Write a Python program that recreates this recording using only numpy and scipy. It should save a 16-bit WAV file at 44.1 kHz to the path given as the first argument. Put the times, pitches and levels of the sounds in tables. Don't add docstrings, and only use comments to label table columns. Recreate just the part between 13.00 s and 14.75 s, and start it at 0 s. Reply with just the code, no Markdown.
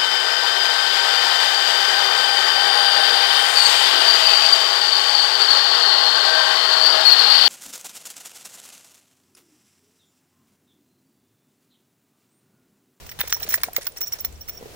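import sys
import numpy as np
from scipy import signal
from scipy.fft import rfft, irfft, next_fast_len
from scipy.io import wavfile
from scipy.ndimage import uniform_filter1d, map_coordinates

SR = 44100
rng = np.random.default_rng(int(sys.argv[2]) if len(sys.argv) > 2 else 0)


def dump(signal):
    limited = np.clip(np.atleast_2d(signal).T, -1, 1)
    pcm = np.round(limited * 32767).astype(np.int16)
    wavfile.write(sys.argv[1], SR, pcm)


N = 77175
TIME = np.arange(N) / SR

# (time [s], relative knock level [dB], relative crack level [dB], left over right [dB],
#  treble limit of the knock [Hz], pitch [Hz])
HARD_HITS = [(0.0645, -37, -26, -10, 4000, 1900), (0.0926, -26.5, -32, 5.5, 6000, 1770),
             (0.1197, -38.5, -36, 0, 5000, 1970), (.191, -25, -25, 0, 5030, 1660),
             (0.2058, -17.5, -27, 5, 2660, 1820), (0.2133, -7.5, -5.5, 1, 3700, 2060),
             (0.3262, -0.5, 0, -0.5, 6650, 1820), (0.4309, -22.5, -14.5, 0, 4400, 1950),
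             (0.5417, -5.5, 0, 0, 2320, 1920), (0.552, -34, -31, -19, 2230, 1900),
             (0.6345, -10.5, 2, 4.5, 2050, 1670), (0.7652, -8, -6.5, -2, 6940, 2035),
             (0.8693, -31, -6, -15, 2600, 1970), (1.0142, -24, -29, -4, 1900, 1640),
             (1.1242, -32.5, -40, 11.5, 3370, 1570), (1.1902, -27.5, -20.5, -2, 1390, 1350),
             (1.2482, -21, -11.5, -10.5, 4180, 2010), (1.485, -26, -21, -7.5, 2310, 2030),
             (1.4912, -39, -33, 2, 3900, 2050)]
# (multiple of the pitch, relative level [dB], time to fade by 60 dB [s])
KNOCK_TONES = [(.62, -1, 0.0039), (1, 3.5, 0.0064), (1.46, -6, 0.0039), (1.75, -5, 0.0079),
               (2.05, -5.5, 0.0025), (2.7, -20, 0.0024), (3.45, -4, 0.0066)]
# (frequency [Hz], relative level [dB])
CRACK_COLOUR = [(600, -22), (1300, -14.5), (3000, -2.5), (5500, 5), (7000, -15), (8300, -2), (11000, -3.5),
                (13500, -3.5), (16000, 2.5)]


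def clasp_and_claw_clacks():
    knock_boost_db, crack_boost_db = 6.5, 2
    typical_bounce_s, bounce_db = .00073, -14.5
    chatter_fade_s, chatter_db = .0012, -18
    low_cut_hz, treble_resonance = 880, 1.8
    t = TIME[:SR // 50]
    knock, crack = np.zeros((2, 2, N))
    for start, knock_db, crack_db, pan_db, treble_hz, pitch_hz in HARD_HITS:
        noise = rng.standard_normal((3, len(t)))
        chatter = (noise[0] + .5 * noise[1:]) * from_db(chatter_db) * np.exp(-t / chatter_fade_s)
        bounce = np.arange(len(t)) == int(typical_bounce_s * SR * (.5 + rng.random()))
        force = pan(pan_db) * ((t == 0) - from_db(bounce_db) * bounce + chatter)
        tones = sum(from_db(db - 60 * t / fade_s) * np.cos(2 * np.pi * multiple * pitch_hz * t)
                    for multiple, db, fade_s in KNOCK_TONES)
        edge = 2 * SR * np.tan(np.pi * treble_hz / SR)
        treble_cut = signal.bilinear([edge ** 2], [1, edge / treble_resonance, edge ** 2], SR)
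        tones = signal.lfilter(*treble_cut, tones / np.linalg.norm(tones))
        struck = signal.fftconvolve(force, tones[None], axes=1)
        add(knock, start, from_db(knock_db + knock_boost_db) * struck)
        add(crack, start, from_db(crack_db + crack_boost_db) * force)
    bass_cut = signal.butter(4, low_cut_hz, btype="high", fs=SR, output="sos")
    return signal.sosfilt(bass_cut, knock) + colour(crack, CRACK_COLOUR)


# (time [s], relative low ring [dB], relative high ring [dB])
CLASP_TOUCHES = [(.065, -68, -42), (0.092, -30, -38), (0.113, -38, -33), (.120, -51, -47),
                 (0.197, -33, -33), (0.205, -43, -17), (0.211, -35, -30), (0.277, -31.5, -27.5),
                 (0.302, -31, -32), (0.325, -11, -20), (0.333, -44, -21), (.343, -15.5, -22),
                 (0.366, -34, -32), (0.398, -38, -30.5), (0.422, -59, -25), (0.428, -20.5, -29),
                 (0.44, -57, -33), (0.4894, -27, -18.5), (0.501, -25.5, -22), (0.511, -31, -33),
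                 (0.523, -27, -20), (0.538, -19.5, -11), (0.538, -26, -39), (0.553, -50, -18),
                 (0.632, -19, -14.5), (0.745, -41, -43), (0.763, -51, -13.5), (0.824, -38, -49),
                 (0.851, -47, -34), (0.869, -49, -18), (0.873, -59, -41), (0.971, -22.5, -32.5),
                 (0.982, -54, -55), (1.007, -39, -23), (1.013, -17.5, -24), (1.018, -28, -26),
                 (1.028, -19.5, -26), (1.038, -23.5, -25), (1.071, -20, -32), (1.078, -45, -28),
                 (1.124, -15.5, -28), (1.131, -27, -19.5), (1.199, -26, -40), (1.206, -52, -23.5),
                 (1.247, -56, -16.5), (1.247, -21.5, -36), (1.408, -29, -39), (1.414, -34, -34),
                 (1.477, -30.5, -39), (1.485, -58, -30), (1.493, -26.5, -25.5), (1.531, -44, -43),
                 (1.546, -60, -40), (1.572, -29, -39)]
# (time [s], length [s], relative level [dB])
CLASP_SLIDES = [(1.021, .075, -43), (1.349, 0.018, -52.5), (1.417, .04, -59), (1.47, 0.04, -62),
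                (1.512, .075, -50)]
# (pitch [Hz], relative level [dB], time to fade by 60 dB [s])
LOW_TONES = [(5220, -17, 0.029), (5586, -3, 0.053), (5675, -6.5, 0.048), (7300, -17.5, 0.027)]
HIGH_TONES = [(14150, -21, .012), (14980, -10, .018), (15190, -1, .04), (15330, -4, .022), (15480, 0, .04),
              (15640, -11, .018)]


def clasp_jingles():
    low_trim_db, high_trim_db, shimmer_db = -12, -3.5, -20
    out = np.zeros((2, N))
    for start, low_db, high_db in CLASP_TOUCHES:
        add(out, start, from_db(low_db + low_trim_db) * metal_ring(LOW_TONES))
        add(out, start, from_db(high_db + high_trim_db) * metal_ring(HIGH_TONES))
    for start, length, db in CLASP_SLIDES:
        rubbing = rng.standard_normal((1, SR // 2))
        singing = signal.fftconvolve(rubbing, metal_ring(LOW_TONES), "valid", axes=1)
        singing /= np.sqrt(uniform_filter1d(np.mean(singing ** 2, axis=0), size=400))
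        swell = signal.windows.tukey(int(length * SR), .5)
        add(out, start, from_db(db) * swell * singing[:, :len(swell)])
    out *= pan(-3.5)
    return out + from_db(shimmer_db) * tail(out, fade_s=.16)


def metal_ring(tones):
    detune, stereo_spread_turns, rise_s = .0015, .2, .0022
    t = TIME[:SR // 6]
    out = np.zeros((2, len(t)))
    for hz, db, fade_s in tones:
        turns = hz * (1 + detune * rng.normal()) * t + rng.random()
        turns = turns + stereo_spread_turns * rng.normal(size=(2, 1))
        out += from_db(db - 60 * t / fade_s) * np.sin(2 * np.pi * turns)
    buzz = 1 + .16 * flutter(len(t), smooth_s=.003)
    out *= (1 - np.exp(-t / rise_s)) * buzz
    return out / out[:, :SR // 100].std()


# (time [s], relative level [dB], starting pitch [Hz])
PAW_STEPS = [(0.192, -32, 169), (.237, -28, 492), (.365, -31.5, 890), (.417, -32, 690), (0.452, -31.5, 430),
             (.476, -32, 570), (0.483, -33.5, 238), (.579, -28.5, 580), (.673, -36, 467),
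             (0.678, -36.5, 197), (.6842, -22.5, 670), (.779, -32, 710), (0.7828, -21, 510),
             (1.189, -38, 530), (1.610, -32.5, 457), (1.625, -27.5, 446), (1.628, -35.5, 225),
             (1.657, -27.5, 406)]
# (frequency [Hz], relative level [dB])
SPLAT_COLOUR = [(100, -4), (300, -19), (700, 7.5), (1400, 2.5), (3000, -14), (8000, -13)]


def paw_pats():
    rise_s, fade_s, pitch_rise_per_s = .0009, .0038, 11.3
    hollow_db, splat_db = -2, -15
    t = TIME[:SR // 20]
    press = (1 - np.exp(-(t / rise_s) ** 2)) * np.exp(-t / fade_s)
    press /= press.max()
    hollow, force = np.zeros((2, N))
    for start, db, hz in PAW_STEPS:
        note = np.sin(2 * np.pi * hz * t * (1 + pitch_rise_per_s * t / 2))
        add(hollow, start, from_db(db) * press * note)
        add(force, start, from_db(db) * press)
    splat = colour(force * wide_noise(width=.067), SPLAT_COLOUR)
    return pan(-1.8) * (from_db(hollow_db) * hollow + from_db(splat_db) * splat)


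# (time [s], length [s], crunch level [dB], sizzle level [dB])
PAW_SCUFFS = [(0.065, 0.004, -52, -43.5), (0.094, 0.0055, -48, -45.5), (0.114, 0.0067, -42, -62),
              (0.1883, 0.013, -35.5, -37.5), (0.206, 0.0098, -30.5, -36.5), (0.227, 0.048, -44.5, -51),
              (0.273, 0.0041, -34.5, -35), (0.294, 0.015, -40, -36.5), (0.32, 0.026, -43.5, -40.5),
              (0.362, 0.011, -47, -47), (0.402, 0.021, -42, -45.5), (0.431, 0.014, -41, -41),
              (0.463, 0.018, -37, -44), (0.487, 0.017, -47, -38), (0.505, 0.0071, -37.5, -29),
              (0.52, 0.021, -37.5, -38.5), (0.538, 0.017, -60, -27), (0.575, 0.0081, -37, -62),
              (0.602, 0.0019, -38.5, -49), (0.613, 0.0036, -44, -39.5), (0.634, 0.0088, -35.5, -39.5),
              (0.649, 0.03, -46.5, -47), (0.729, 0.002, -42.5, -42), (0.744, 0.02, -49.5, -44.5),
              (0.761, 0.03, -40.5, -50), (0.809, 0.025, -45.5, -41), (0.843, 0.015, -45.5, -45.5),
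              (0.865, 0.007, -32, -46), (0.918, 0.0025, -55, -46), (0.961, 0.025, -45, -45),
              (1.004, 0.013, -43.5, -37), (1.027, 0.014, -46, -61), (1.06, 0.022, -52, -44.5),
              (1.119, 0.012, -45.5, -40), (1.135, 0.034, -47, -50), (1.185, 0.018, -49, -42.5),
              (1.242, 0.014, -43, -41), (1.324, 0.0025, -57, -48), (1.487, 0.0061, -37.5, -38.5)]
# (frequency [Hz], relative level [dB])
CRUNCH_COLOUR = [(150, -14), (500, 6.5), (1100, 4.5), (2000, 11), (3000, 4), (4300, 5.5), (7000, -4.5),
                 (15000, -30)]
SIZZLE_COLOUR = [(1000, -26), (3500, -4.5), (7000, 3), (8000, -0.5), (9300, 0.5), (13000, -3.5),
                 (16000, -27)]


def paw_scuffs():
    rise_s, fade_s = .0018, .0046
    t, grains = TIME[:SR // 10], slipping_grit()
    crunch_level, sizzle_level = np.zeros((2, N))
    for start, length, crunch_db, sizzle_db in PAW_SCUFFS:
        slip = np.minimum(t / rise_s, 1) * np.exp(-np.maximum(t - length, 0) / fade_s)
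        add(crunch_level, start, from_db(crunch_db) * slip)
        add(sizzle_level, start, from_db(sizzle_db) * slip)
    other_grains = np.roll(grains, N // 2, axis=1)
    crunch = colour(crunch_level * grains, CRUNCH_COLOUR)
    sizzle = colour(sizzle_level * other_grains, SIZZLE_COLOUR)
    return pan(-.33) * (crunch + sizzle)


def slipping_grit():
    grains_per_s, fade_cycles, lowest_hz, highest_hz = 5000, 4.1, 700, 16000
    size_spread_db, widest_pan_db, slide_db, clump_db = 3, 30, -5.5, 2.5
    t, grains = TIME[:SR // 100], np.zeros((2, N))
    for when, pitch, weight, side in rng.random((int(grains_per_s * N / SR), 4)):
        hz = lowest_hz * (highest_hz / lowest_hz) ** pitch
        strength = hz * from_db(size_spread_db * min(-np.log(weight), 4))
        ping = np.exp(-hz * t / fade_cycles) * np.sin(2 * np.pi * hz * t)
        add(grains, when * N / SR, strength * pan(widest_pan_db * (2 * side - 1)) * ping)
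    grit = grains / grains.std() + from_db(slide_db) * wide_noise(width=.62)
    grit *= from_db(clump_db * flutter(N, smooth_s=.004))
    return grit / grit.std()


# (time [s], level [dB], pitch [Hz])
PINGS = [(0.43, -26, 3940), (0.646, -31.5, 9000), (0.7317, -27.5, 12920), (.732, -44, 8300),
         (1.247, -30.5, 4130), (1.376, -49, 7300)]


def high_pings():
    rise_s = .0018
    t, out = TIME[:SR // 20], np.zeros((2, N))
    swell = t / rise_s * np.exp(1 - t / rise_s)
    for start, db, hz in PINGS:
        add(out, start, from_db(db) * swell * np.sin(2 * np.pi * hz * t))
    return out


# (time [s], delay [samples])
LEFT_EAR_DELAY = [(0, 2.78), (.9, 4.8), (1.4, 10.34), (1.75, 16.3)]
# (frequency [Hz], relative level [dB])
ECHO_COLOUR = [(100, -19), (1000, 10), (5000, 7.5), (12000, 9.5), (15500, -21)]


def outdoors(sound):
    left = map_coordinates(sound[0], [np.arange(N) - curve(LEFT_EAR_DELAY)], order=5)
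    echo = from_db(-21.5) * colour(tail(sound, fade_s=.26), ECHO_COLOUR)
    return np.array([left, sound[1]]) + echo


# (frequency [Hz], relative level [dB])
HISS_COLOUR = [(30, 12), (150, 9), (280, -6.5), (450, 4.5), (800, 1.5), (1500, -3), (3000, -3.5),
               (6000, -5), (10000, -10.5), (15500, -9.5)]
RUMBLE_COLOUR = [(20, -29), (40, -17), (60, -0.5), (72, -0.5), (85, -1.5), (120, -17), (200, -18.5),
                 (400, -23), (2000, -60)]
RUSTLE_COLOUR = [(80, -50), (220, -1.5), (430, 6), (700, 2), (1200, -19.5), (4000, -59), (15000, -36)]
# (time [s], level [dB])
HISS_LEVEL = [(0, -43), (.15, -48), (.45, -43.5), (.7, -48.5), (.93, -51), (1.15, -47), (1.4, -50),
              (1.55, -48), (1.75, -44)]
RUMBLE_LEVEL = [(0, -47.5), (.2, -50.5), (.55, -49), (.75, -54.5), (1, -68), (1.15, -50.5), (1.27, -46),
                (1.32, -42.5), (1.42, -48), (1.75, -52.5)]
RUSTLE_LEVEL = [(0, -61), (.15, -68), (.47, -55), (.7, -56), (1.45, -61.5), (1.58, -53.5), (1.652, -52),
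                (1.75, -47)]


def background():
    hiss = from_db(curve(HISS_LEVEL)) * colour(wide_noise(width=.92), HISS_COLOUR)
    rumble = from_db(curve(RUMBLE_LEVEL)) * colour(wide_noise(width=.8), RUMBLE_COLOUR)
    rustle = from_db(curve(RUSTLE_LEVEL)) * colour(wide_noise(width=.4), RUSTLE_COLOUR)
    return hiss + rumble + rustle


def from_db(db):
    return 10 ** (np.asarray(db) / 20)


def curve(rows):
    return np.interp(TIME, *np.transpose(rows))


def pan(db):
    return from_db(np.array([[db], [-db]]) / 2)


def colour(sound, spectrum):
    size = 2 * next_fast_len(N)
    hz, db = np.transpose(spectrum)
    frequencies = np.arange(size // 2 + 1) * SR / size
    gain = from_db(np.interp(np.log(frequencies + 1), np.log(hz), db))
    gain /= np.sqrt(np.mean(gain ** 2))
    cepstrum = irfft(np.log(gain))
    cepstrum[1:size // 2] *= 2
    cepstrum[size // 2 + 1:] = 0
    return irfft(rfft(sound, size) * np.exp(rfft(cepstrum)))[..., :N]


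def wide_noise(width):
    mid, side = rng.standard_normal((2, N))
    return (mid + width * side * np.array([[1], [-1]])) / np.sqrt(1 + width ** 2)


def flutter(samples, smooth_s):
    wobble = uniform_filter1d(rng.standard_normal(samples), size=int(smooth_s * SR))
    return wobble / wobble.std()


def tail(sound, fade_s):
    t = TIME[:SR // 2]
    echoes = rng.standard_normal((2, len(t))) * from_db(-60 * t / fade_s) * (t > .005)
    echoes /= np.sqrt(np.sum(echoes ** 2, axis=1, keepdims=True))
    return signal.fftconvolve(sound, echoes, axes=1)[:, :N]


def add(track, start_s, sound):
    start = max(int(start_s * SR), 0)
    track[..., start:start + sound.shape[-1]] += sound[..., :N - start]


def scene():
    air = background()
    dog = clasp_jingles() + clasp_and_claw_clacks() + paw_pats() + high_pings() + paw_scuffs()
    return outdoors(dog) + air


def record(dry):
    cutoff_hz = 16200
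    treble_cut = signal.ellip(10, .1, 80, cutoff_hz, fs=SR, output="sos")
    return signal.sosfilt(treble_cut, np.clip(dry, -1, 1))


dry = scene()
out = record(dry)
dump(out)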